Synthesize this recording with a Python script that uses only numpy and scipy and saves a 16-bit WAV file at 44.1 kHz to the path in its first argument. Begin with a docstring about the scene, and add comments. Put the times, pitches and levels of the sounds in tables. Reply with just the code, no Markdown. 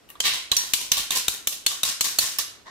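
"""A knife taps and scrapes a spread off a hand-held metal spoon, over steady faint rumble and hiss.
First come faint taps and scrapes, a stronger tap and scrape at 0.2 s, then from half a second on
quick strokes, and last a soft slide. Each tap is a short rattle of random clicks that rings the damped
steel, with a dull thud; each slide is clumpy grit that swells, fades and rings the steel too. A hard-walled
kitchen answers with fading noise; the loudest peaks are softly rounded to keep the sum within range."""
import sys
import numpy as np
from scipy import signal
from scipy.fft import rfft, irfft
from scipy.io import wavfile

SR = 44100
rng = np.random.default_rng(int(sys.argv[2]) if len(sys.argv) > 2 else 0)


def bounce(signal):
    """Save signal as a 16-bit WAV file at the path given by the first command-line argument."""
    frames = np.transpose(np.atleast_2d(signal))
    limited = np.clip(frames, -1, 1)
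    pcm = np.round(limited * 32767).astype(np.int16)
    wavfile.write(sys.argv[1], SR, pcm)


N = 119070  # length of the scene in samples

# pitches at which the colour of a stroke is set: (pitch [Hz])
COLOUR_PITCHES = [300, 1050, 2000, 3000, 4100, 6500, 13000]
# taps of blade on spoon; levels are relative: (start [s], level [dB], colour at 300 Hz [dB],
# at 1050 Hz [dB], at 2000 Hz [dB], at 3000 Hz [dB], at 6500 Hz [dB], at 13000 Hz [dB],
# own ring pitch [Hz], own ring level [dB], own ring time to fall 60 dB [s], thud level [dB])
TAPS_ON_SPOON = [(0.0897, -46, -1, -3, -10, -20, 0, 10, 2860, 8.5, 0.011, -78),
                 (0.1034, -47, -1, -7, -8, -20, 3, 1, 2860, 12, 0.021, -76),
                 (0.2032, -9.5, -9, -22, -16, -14, 8, -4.5, 3140, 4, 0.015, -78),
                 (0.5167, -3.5, -6, -40, -30, 5, -0.5, -2, 3920, 1, 0.025, -42.5),
                 (0.5667, -7, -7, -30, -22, 7, 2.5, 5.5, 5880, -2, 0.29, -49.5),
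                 (0.7363, -2.5, -5, -39, -14, 8.5, 1, 6, 3910, 3, 0.013, -46.5),
                 (0.9179, -1, -12, -3, -3, 1, -2.5, 0, 6080, -2.5, 0.0079, -45.5),
                 (1.1071, -9, 13, 8.5, -9, -11, 5.5, 1.5, 3720, 2, 0.014, -56),
                 (1.282, -8, 8, -27, -13, 2, 2, 7.5, 3700, 6, 0.0036, -47.5),
                 (1.4726, -6.5, -14, -18, -30, -4, 1.5, 8.5, 3800, 5.5, 0.0016, -57),
                 (1.6643, -1, -2, -39, -47, 7.5, 1.5, -1.5, 4260, 1, 0.018, -52),
                 (1.8326, -8.5, -7, -3, 9, -4, 4.5, 7, 3760, -0.5, 0.025, -52),
                 (2.0089, -3.5, -8, -31, -27, 1, 2.5, 2, 4200, 1, 0.013, -58),
                 (2.187, -1, 7, -38, -20, -1, -2, 3.5, 4400, 2.5, 0.01, -47),
                 (2.3859, -10.5, 0, 6, 4, 1, -10, 13, 5410, -2.5, 0.0094, -80)]
# slides of the blade; levels are relative: (start [s], rise [s], fall to a tenth [s], level [dB],
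# colour at 300 Hz [dB], at 1050 Hz [dB], at 2000 Hz [dB], at 3000 Hz [dB], at 6500 Hz [dB],
# at 13000 Hz [dB], bowl ring pitch [Hz])
BLADE_SLIDES = [(0.085, 0.017, 0.028, -55, 10, 20, 14, 8, 1, 18.5, 1170),
                (0.1537, 0.00058, 0.012, -51.5, 21, 33.5, 7, 14, -16, -10, 1150),
                (0.222, 0.033, 0.095, -19.5, -16, 4, 0.5, 6.5, -5.5, -5, 1163),
                (0.321, 0.016, 0.09, -36, -8, 12, -2, 9.5, 5, -1.5, 1066),
                (0.523, 0.0042, 0.016, -31.5, 0, 22, 9, 15, -13, -12, 1123),
                (0.57, 0.0041, 0.3, -32.5, -3, 2.5, 0.5, -11, -3, -1.5, 1070),
                (0.752, 0.065, 0.1, -38.5, 16.5, 7.5, -2, 8, 6, 3, 1030),
                (0.924, 0.0053, 0.046, -30, 4, 13.5, -6, 7, -13, 9, 1106),
                (0.958, 0.02, 0.072, -26, 10, 10, -3, 4.5, 1.5, 2, 1120),
                (1.112, 0.0059, 0.06, -33, 1, 11.5, 7.5, 20, 6.5, 9.5, 1030),
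                (1.142, 0.018, 0.06, -21.5, 7, 4.5, -5, -8, 0.5, 0, 1054),
                (1.3, 0.04, 0.053, -39.5, 10, 6, 5.5, 2.5, 3, 7, 1110),
                (1.491, 0.036, 0.066, -38.5, 2, 0.5, -1, 6, 1.5, 7, 1110),
                (1.681, 0.033, 0.11, -33.5, -3, 9.5, -1, -7, 0, -1.5, 1150),
                (1.84, 0.016, 0.057, -27, 2, 6, -0.5, 5.5, 5, -1, 1114),
                (1.873, 0.016, 0.066, -29.5, 6, 6, 0, -4, 3.5, -1, 1120),
                (2.033, 0.013, 0.12, -27, 1, 5, 2.5, -3.5, 2.5, 2.5, 1125),
                (2.197, 0.02, 0.16, -29.5, 7, 5.5, 4.5, 0, 6, 2, 1110),
                (2.388, 0.0023, 0.035, -24, 2, 8, -3.5, -4.5, 5, -9, 1180),
                (2.643, 0.025, 0.38, -48.5, 5, 20.5, 11, -9.5, -7, -24, 1076)]
# ringing tones of spoon and blade, before the grip damps them:
# (pitch [Hz], relative level [dB], time to fall 60 dB [s])
STEEL_RINGS = [(1790, -4, 0.023), (1960, -34, 0.0061), (3180, -14.5, 0.035), (3590, 0.5, 0.027),
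               (3970, -29, 0.0089), (4450, -15.5, 0.009), (6170, -3.5, 0.022), (6790, -11.5, 0.01)]
# broad colour of the contact itself: (pitch [Hz], relative level [dB])
CONTACT_COLOUR = [(40, -14), (150, -25), (500, -66), (1100, -18.5), (2000, -7.5), (4000, 4), (7000, -1.5),
                  (10000, -3), (13000, -13.5), (16000, -2)]
# dull ring of hand and counter: (pitch [Hz], relative level [dB], time to fall 60 dB [s])
THUD_RINGS = [(57, 10, 0.038), (110, 6.5, 0.035)]
# how fast the kitchen's echoes die: (pitch [Hz], time to fall 60 dB [s])
ECHO_FADE = [(60, 0.032), (300, 0.83), (1400, 0.56), (3700, 0.43), (9700, 0.36), (16000, 0.087)]
# how much of the echo both sides have in common: (pitch [Hz], relative weight [no unit])
ECHO_SHARED = [(60, 0.5), (300, 0.066), (1200, 0.96), (3000, 0.061), (8000, 0.063)]
# colour of the room's rumble and hiss: (pitch [Hz], relative level [dB])
ROOM_TONE_COLOUR = [(18, -36), (30, -7), (280, -10.5), (319, -7.5), (426, -9.5), (1280, -17), (6380, -24),
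                    (13700, -36), (16000, -41)]
# loudness of the recorder's left side against its right: (pitch [Hz], left minus right [dB])
SIDE_BALANCE = [(60, -0.5), (110, 1.5), (200, -0.5), (380, -1.5), (700, 1.5), (1290, 2), (2380, 0),
                (4400, -1), (8120, 0.5), (15000, -3)]
# timing of the recorder's left side against its right: (pitch [Hz], left leads by [radians])
SIDE_LEAD = [(0, 0), (1890, 0.5), (3360, 0.4), (3700, -1.5), (5860, 1.77), (7060, 5.5), (7750, 6),
             (8870, -5), (16500, -6.5)]
BAND_EDGES_HZ = 34 * 2 ** np.arange(0, 9.4, .5)  # half-octave steps

TAP_DB, RATTLE_PER_S, RATTLE_T60_S = -10.5, 5600, 0.033
FIRST_CLICK = 4.46  # extra height of the click that opens each tap, against the rattle
GRIT_PER_S, GRIT_SPREAD_DB, GRIT_CLUMP_DB = 5000, 2.5, 2
UNLIKE = 0.84  # weight of the part of each click that is opposite left and right
CONTACT_DB = 3.5
BOWL_HZ, BOWL_DB = 1126, -31.5  # lowest ring of the spoon's bowl; each slide has its own pitch
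STEEL_DB = -27.5
STEEL_SPREAD_DB, STEEL_WANDER = 2, .01  # typical change per stroke: level, share of the pitch
LONGEST_T60_S = .022  # the grip damps bowl and steel rings at least this fast
GRIP_DB = -11.5  # each tap's own ring, which depends on grip and load
ROOM_DB, ROOM_BUILD_S = -3, 0.0067
RINGS_TO_ROOM_DB = -13  # the rings reach the walls more weakly than the crunch
ROOM_TONE_DB = -56.5
ROUNDING = .75  # no peak passes this height when rounded
CUTOFF_HZ = 16300


def strokes():
    """Each tap is a fading rattle and each slide a swell of grit: (first sample, clicks, colour)."""
    moves = []
    rattle = grains(RATTLE_PER_S, 2.9)
    clumps = np.repeat(rng.standard_normal(N // 100 + 1), 100)[:N]  # a new strength every 100 samples
    grit = grains(GRIT_PER_S, GRIT_SPREAD_DB) * from_db(GRIT_CLUMP_DB * clumps)
    for start, db, *colour, _, _, _, _ in TAPS_ON_SPOON:
        first = int(start * SR)
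        t = np.arange(SR // 6) / SR
        clicks = rattle[:, first:first + len(t)] * from_db(-60 * t / RATTLE_T60_S)
        clicks = clicks + FIRST_CLICK * (t == 0)
        moves.append((first, from_db(db + TAP_DB) * clicks, colour))
    for start, rise, fall, db, *colour, _ in BLADE_SLIDES:
        first = int(start * SR)
        t = np.arange(min(SR // 4, N - first)) / SR
        swell = np.minimum(t / rise, 1) ** 2
        fade = from_db(-20 * np.maximum(t - rise, 0) / fall)
        moves.append((first, from_db(db) * swell * fade * grit[:, first:first + len(t)], colour))
    return moves


def contact_crunch(moves):
    """The contacts themselves sound as a broad crunch, coloured band by band."""
    crunch = np.zeros((2, N))
    for k, (hz, band) in enumerate(bands()):
        level = from_db(CONTACT_DB + at_hz(CONTACT_COLOUR, hz))
        flip = (-1) ** k  # every other band is flipped so that neighbours join smoothly
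        crunch += flip * level * signal.sosfilt(band, force_at(moves, hz))
    return crunch


def steel_rings(moves):
    """The clicks set bowl and blade ringing, a little differently at each stroke."""
    out = np.zeros((2, N))
    chance = rng.standard_normal((len(moves), len(STEEL_RINGS), 2))
    bowl_pitches = [BOWL_HZ] * len(TAPS_ON_SPOON) + [row[-1] for row in BLADE_SLIDES]
    for (first, clicks, colour), draws, bowl_hz in zip(moves, chance, bowl_pitches):
        bowl_level = from_db(BOWL_DB + colour_db(colour, bowl_hz))
        rings = bowl_level * ring(clicks, bowl_hz, LONGEST_T60_S)
        for (hz, db, t60), (shift, spread) in zip(STEEL_RINGS, draws):
            level = from_db(db + STEEL_DB + colour_db(colour, hz) + STEEL_SPREAD_DB * spread)
            moved_hz = hz * (1 + STEEL_WANDER * shift)
            rings += level * ring(clicks, moved_hz, min(t60, LONGEST_T60_S))
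        out[:, first:first + clicks.shape[1]] += rings
    # the taps come first among the moves, so this pairs each tap with its own row
    for (first, clicks, _), row in zip(moves, TAPS_ON_SPOON):
        own_hz, own_db, own_t60, _ = row[-4:]
        own_ring = from_db(GRIP_DB + own_db) * ring(clicks, own_hz, own_t60)
        out[:, first:first + clicks.shape[1]] += own_ring
    return out


def force_at(moves, hz):
    """The clicks of all strokes add up, each as strong as its colour makes it at one pitch."""
    force = np.full((2, N), 1e-18)
    for first, clicks, colour in moves:
        force[:, first:first + clicks.shape[1]] += clicks * from_db(colour_db(colour, hz))
    return force


def colour_db(colour, hz):
    """A stroke's colour at one pitch, read between its settings; 0 dB at 4100 Hz."""
    return np.interp(np.log(hz), np.log(COLOUR_PITCHES), [*colour[:4], 0, *colour[4:]])


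def grains(rate, spread_db):
    """Rough surfaces touch in random clicks of uneven size and sign, partly unlike left and right."""
    sizes = from_db(spread_db * np.minimum(rng.exponential(1, N), 5))
    sizes = sizes * (rng.random(N) < rate / SR)
    shared, opposite = rng.choice([-1, 1], (2, N))
    return rms_one(sizes * (shared + UNLIKE * opposite * np.array([[1], [-1]])))


def ring(force, hz, t60):
    """Struck metal swings and dies away: a unit click starts a fading sine of height 1."""
    shrink = from_db(-60 / (t60 * SR))  # loss per sample
    turn = 2 * np.pi * hz / SR
    return signal.lfilter([0, np.sin(turn)], [1, -2 * shrink * np.cos(turn), shrink ** 2], force)


def thuds():
    """Each tap jolts hand and counter, which answer with short low rings."""
    jolts = np.full(N, 1e-18)
    for row in TAPS_ON_SPOON:
        jolts[int(row[0] * SR)] = from_db(row[-1])
    return sum(from_db(db) * ring(jolts, hz, t60) for hz, db, t60 in THUD_RINGS)


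def kitchen(x):
    """Hard walls return dense echoes that build up, then die band by band, unlike on each side."""
    t = np.arange(SR // 2) / SR
    white = rng.standard_normal((2, 3, len(t)))  # two sets for alternate bands: left, right, shared
    echoes = np.zeros((2, len(t)))
    for k, (hz, band) in enumerate(bands()):
        noise = white[k % 2, :2] + at_hz(ECHO_SHARED, hz) * 2 * white[k % 2, 2]
        echoes += signal.sosfilt(band, noise) * from_db(-60 * t / at_hz(ECHO_FADE, hz))
    echoes = echoes * (1 - np.exp(-(t / ROOM_BUILD_S) ** 2))
    return signal.fftconvolve(x, rms_one(echoes) / np.sqrt(len(t)), axes=1)[:, :N]


def room_tone():
    """Faint steady rumble and hiss, made of coloured noise partly shared by both sides."""
    white = rng.standard_normal((2, 3, N))  # two sets for alternate bands: left, right, shared
    noise = np.zeros((3, N))
    for k, (hz, band) in enumerate(bands()):
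        noise += from_db(at_hz(ROOM_TONE_COLOUR, hz)) * signal.sosfilt(band, white[k % 2])
    return from_db(ROOM_TONE_DB) * rms_one(noise[:2] + 0.72 * noise[2])


def from_db(db):
    """Turn decibels into a plain factor."""
    return 10 ** (np.asarray(db) / 20)


def rms_one(x):
    """Scale a sound to an average strength (rms) of 1."""
    return x / np.sqrt(np.mean(x ** 2) + 1e-20)


def at_hz(points, hz):
    """Read a table between its pitches, which are spaced as the ear hears them (log)."""
    points = np.array(points)
    pitches = np.maximum(points[:, 0], 1e-300)  # a pitch of 0 has no logarithm
    return np.interp(np.log(hz), np.log(pitches), points[:, 1])


def bands():
    """Split the pitch range into half-octave filters, each with its middle pitch."""
    return [(np.sqrt(low * high), signal.butter(2, [low, high], "band", fs=SR, output="sos"))
            for low, high in zip(BAND_EDGES_HZ, BAND_EDGES_HZ[1:])]


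def scene():
    """Crunch, thuds and rings are heard directly and through the room, over the room tone."""
    moves = strokes()
    rings = steel_rings(moves)
    near = contact_crunch(moves) + thuds()
    echoes = from_db(ROOM_DB) * kitchen(near + from_db(RINGS_TO_ROOM_DB) * rings)
    return near + rings + echoes + room_tone()


def record(dry):
    """The two sides differ in colour and phase; peaks are softly rounded to stay in range; the top is cut."""
    hz = np.maximum(np.fft.rfftfreq(N, 1 / SR), 20)
    side = np.array([[1], [-1]])  # each side takes half of the difference
    colour = from_db(at_hz(SIDE_BALANCE, hz) / 2 * side)
    phase = np.exp(.5j * at_hz(SIDE_LEAD, hz) * side)
    two_sides = irfft(rfft(dry) * colour * phase, N)
    rounded = ROUNDING * np.tanh(two_sides / ROUNDING)
    return signal.sosfilt(signal.cheby2(14, 60, CUTOFF_HZ, fs=SR, output="sos"), rounded)


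dry = scene()
out = record(dry)
bounce(out)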